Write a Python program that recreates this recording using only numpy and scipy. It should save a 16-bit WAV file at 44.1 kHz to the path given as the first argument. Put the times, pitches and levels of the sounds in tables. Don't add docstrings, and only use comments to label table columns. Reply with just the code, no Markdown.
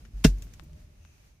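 import sys
import numpy as np
from scipy import signal
from scipy.fft import rfft, irfft
from scipy.io import wavfile
from scipy.ndimage import uniform_filter1d

SR = 44100
rng = np.random.default_rng(int(sys.argv[2]) if len(sys.argv) > 2 else 0)


def materialize(psi):
    bounded = np.clip(np.atleast_2d(psi).T, -1, 1)
    quanta = np.round(bounded * 32767).astype(np.int16)
    wavfile.write(sys.argv[1], SR, quanta)


N = 61739
T = np.arange(N) / SR
STRIKE_S, STOP_S = .2399, .2471

# t/s, level/dB
RUMBLE_LEVEL = [(0, -48.5), (.12, -51), (.4, -43.5), (.52, -48), (.75, -51), (.95, -56), (1.4, -61)]
SCRAPE_LEVEL = [(0, -62.5), (.11, -68.5), (.18, -61), (.5, -62), (.74, -67.5), (.8, -63.5), (.88, -69),
                (1.27, -65), (1.4, -75)]
HUM_LEVEL = [(0, -88), (.5, -80), (.72, -69.5), (1.15, -79), (1.4, -87)]
# f/Hz, relative level/dB
RUMBLE_SPECTRUM = [(20, -9), (45, 6.5), (90, 0), (150, -7.5), (220, -11.5), (330, -19), (480, -27),
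                   (800, -34), (1500, -42.5), (4000, -64.5)]
SCRAPE_SPECTRUM = [(500, 1.5), (1000, -2), (2500, -1), (3400, -5), (6500, -4), (7500, -10), (11000, -10),
                   (15500, -15)]
CHIP_SPECTRUM = [(500, -13.5), (1000, -18), (1600, -3), (2100, -4.5), (2800, -1.5), (4200, -7.5), (6500, 1),
                 (9000, -11), (15500, -11.5)]
FROST_SPECTRUM = [(2000, -23), (5000, -8), (9000, -2.5), (15500, -0.5)]
CRUNCH_SPECTRUM = [(400, -14), (900, -9.5), (1700, 3.5), (2250, -6.5), (2790, 2.5), (3000, -6),
                   (3700, -3.5), (5500, -4.5), (7500, -11), (15500, -20.5)]
ECHO_SPECTRUM = [(500, -4.5), (1500, -5.5), (3000, -4.5), (6000, 1), (9000, -6.5), (15500, -13)]
SPLINTER_SPECTRUM = [(1000, -21), (4000, -6), (6000, 1), (8000, -13), (15500, -20.5)]
SHUDDER_SPECTRUM = [(60, -8.5), (130, 1.5), (280, -1), (550, -23), (3000, -55.5)]
SNAP_SPECTRUM = [(200, -21), (600, 6.5), (1500, 4.5), (3500, -1), (6000, -9.5), (15500, -23)]
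# t/s, level/dB, T60/s, left-right difference/dB, tilt/(dB per octave)
CHIP_LANDINGS = [(0.05, -50, 0.052, 6, -7), (.383, -54, .048, 1, 4.5), (0.4213, -41, 0.035, 3, 0),
                 (.433, -56, 0.17, -1, 7.5), (0.4683, -46, 0.0081, 16, -11), (0.535, -47, 0.043, 1, 0),
                 (0.605, -57, 0.012, 5, 6), (.634, -57, .059, 0, 10), (.7305, -55, 0.017, 8, -.5)]
# f/Hz, relative level/dB
SPIKE_MODES = [(1396, -36), (1514, -34), (1614, -25.5), (1928, -32.5), (2210, -38), (2690, -31),
               (2760, -26), (3216, -35), (4448, -33.5), (5352, -34), (5460, -33), (5986, -32), (6520, -35),
               (6876, -36)]
# t/s, level/dB
SPLINTER_BURSTS = [(0.2443, -14.5), (0.2495, -16), (0.256, -23), (0.2592, -21.5), (0.2656, -25),
                   (0.2988, -42.5)]
# f/Hz, relative level/dB, T60/s, left-right difference/dB
CHEST_MODES = [(46.18, -10, 0.39, 0.4), (88, -11.5, 0.096, -1.5), (141, 4, 0.067, -1.54),
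               (157, 19, .0237, -0.9), (258, 14, 0.024, 1.5), (428.6, 2, .037, -2.5),
               (642.5, -3.5, 0.032, -3), (900, -14.5, 0.026, -2)]
# t/s, f/Hz, level/dB, rise/s, T60/s
BUMP_TONES = [(.33, 160, -39, .025, .14), (.41, 108, -37, .05, .27), (.624, 320, -44, .006, .07),
              (.59, 146, -41, .12, .7), (.66, 162, -40, .06, .42), (.66, 73, -36, .08, .55),
              (.998, 82, -31.5, .035, .17)]
# t/s, level/dB, left-right difference/dB
ICE_SNAPS = [(.5969, -32.5, 24), (1.0507, -38.5, 14)]
# t/s, f/Hz, level/dB
SLIDE_RESONANCE = [(0.883, 2772, -95), (1.06, 2640, -70.5), (1.251, 2353, -79), (1.4, 2257, -83)]


def undb(db):
    return 10 ** (np.asarray(db) / 20)


def pan(db):
    return undb(np.array([[db], [-db]]) / 2)


def contour(points):
    return undb(np.interp(T, *np.array(points).T))


def colour(x, points):
    size = 8192
    hz, db = np.array(points).T
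    gain = undb(np.interp(np.log(np.fft.rfftfreq(size, 1 / SR) + 1), np.log(hz), db))
    cepstrum = irfft(np.log(gain / np.sqrt(np.mean(gain ** 2))))
    cepstrum[1:size // 2] *= 2
    cepstrum[size // 2 + 1:] = 0
    response = irfft(np.exp(rfft(cepstrum)))
    return signal.fftconvolve(x, response[None], axes=1)[:, :N]


def stereo(draw, correlation):
    shared = np.sqrt(1 + correlation) * draw()
    opposed = np.sqrt(1 - correlation) * draw() * np.array([[1], [-1]])
    return (shared + opposed) / np.sqrt(2)


def noise():
    return rng.standard_normal(N)


def grains(per_s, spread_db):
    impulses = (rng.random(N) < per_s / SR) * np.sign(noise())
    x = impulses * undb(spread_db * np.clip(noise(), -2, 2))
    return x / np.std(x)


def narrowband(hz, width_hz):
    lowpass = signal.butter(2, width_hz / 2, fs=SR, output="sos")
    modulation = signal.sosfilt(lowpass, stereo(noise, 0) + 1j * stereo(noise, 0))
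    carrier = np.exp(2j * np.pi * np.cumsum(hz * np.ones(N)) / SR)
    x = (modulation * carrier).real
    return x / np.std(x)


def burst(start, rise, t60):
    age = np.maximum(T - start, 0)
    return (1 - np.exp(-age / rise)) * np.exp(-np.log(1000) * age / t60)


def ring(start, rise, hz, t60):
    return burst(start, rise, t60) * np.sin(2 * np.pi * hz * (T - start))


def rumble():
    return colour(stereo(noise, 0.97), RUMBLE_SPECTRUM) * contour(RUMBLE_LEVEL)


def scraping():
    grit = stereo(lambda: grains(per_s=12000, spread_db=2), -.05)
    return colour(grit, SCRAPE_SPECTRUM) * contour(SCRAPE_LEVEL)


def hum():
    return narrowband(hz=601, width_hz=36) * contour(HUM_LEVEL)


def chips():
    grit = stereo(lambda: grains(per_s=10000, spread_db=6.5), 0.073)
    out = 0
    for start, db, t60, side, tilt in CHIP_LANDINGS:
        spectrum = [(hz, level + tilt * np.log2(hz)) for hz, level in CHIP_SPECTRUM]
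        tick = grit * burst(start, rise=.00092, t60=t60)
        out = out + undb(db) * pan(side) * colour(tick, spectrum)
    return out


def boom():
    return -undb(-17) * ring(start=.135, rise=.041, hz=47.4, t60=.29)


def frost():
    breaking = stereo(noise, 0) * burst(STRIKE_S, rise=.00085, t60=.0064)
    return undb(-23) * colour(breaking, FROST_SPECTRUM)


def crunch():
    bite_s, hold_s, crush_t60_s = .0046, .0065, .057
    age = T - STRIKE_S
    bite = np.clip(age / bite_s, 0, 1) ** 2
    slowing = np.exp(-np.log(1000) * np.maximum(age - bite_s - hold_s, 0) / crush_t60_s)
    cracks = stereo(lambda: grains(per_s=8000, spread_db=4), 0.27)
    return undb(-21.5) * colour(cracks * bite * slowing, CRUNCH_SPECTRUM)


def wall_echo():
    reflections = stereo(noise, 0) * burst(STRIKE_S, rise=.015, t60=.13)
    return undb(-23.5) * colour(reflections, ECHO_SPECTRUM)


def spike():
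    lag_s, scatter_s, microphone_lag_s = .003, .0006, .00022
    waver_rms_hz, waver_s = 22, .005
    out = 0
    for hz, db in SPIKE_MODES:
        onset = STRIKE_S + lag_s + scatter_s * rng.random()
        arrival = onset + microphone_lag_s * rng.random((2, 1))
        grip = uniform_filter1d(noise(), int(waver_s * SR))
        cycles = hz * (T - arrival) + np.cumsum(waver_rms_hz * grip / np.std(grip)) / SR
        out = out + undb(db) * burst(arrival, rise=.0022, t60=.06) * np.sin(2 * np.pi * cycles)
    return undb(5) * out


def splinters():
    force = sum(undb(db) * burst(start, rise=.00083, t60=.01) for start, db in SPLINTER_BURSTS)
    return colour(stereo(noise, 0) * force, SPLINTER_SPECTRUM)


def thump():
    arrival = STOP_S + np.array([[0], [.00011]])
    out = 0
    for k, (hz, db, t60, side) in enumerate(CHEST_MODES):
        polarity = (-1) ** (k + 1)
        out = out + polarity * undb(db) * pan(side) * ring(arrival, rise=.017, hz=hz, t60=t60)
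    return undb(0.5) * out


def shudder():
    vibration = colour(stereo(noise, 1), SHUDDER_SPECTRUM)
    return undb(-24) * vibration * burst(STOP_S, rise=.012, t60=.18)


def bumps():
    return sum(undb(db) * ring(start, rise, hz, t60) for start, hz, db, rise, t60 in BUMP_TONES)


def snaps():
    out = 0
    for start, db, side in ICE_SNAPS:
        impulse = np.arange(N) == int(start * SR)
        tail = undb(-31.5) * stereo(noise, 0.72) * burst(start, rise=.00028, t60=.057)
        out = out + undb(db) * pan(side) * (tail - impulse)
    return colour(out, SNAP_SPECTRUM)


def slide():
    times, hz, db = np.array(SLIDE_RESONANCE).T
    rasp = narrowband(np.interp(T, times, hz), width_hz=270)
    hiss = undb(-1) * narrowband(hz=6170, width_hz=670)
    return (rasp + hiss) * undb(np.interp(T, times, db))


def close_pair(x):
    highpass = signal.butter(1, 1380, "high", fs=SR, output="sos")
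    side = signal.sosfilt(highpass, (x[0] - x[1]) / 2)
    return x.mean(axis=0) + side * np.array([[1], [-1]])


def scene():
    background = rumble() + scraping() + hum() + bumps()
    ice = close_pair(chips() + frost() + crunch() + wall_echo() + splinters())
    blow = boom() + spike() + thump() + shudder()
    return background + ice + blow + snaps() + slide()


def record(dry):
    cutoff_hz = 15450
    return signal.sosfilt(signal.ellip(10, .2, 80, cutoff_hz, fs=SR, output="sos"), dry)


dry = scene()
out = record(dry)
materialize(out)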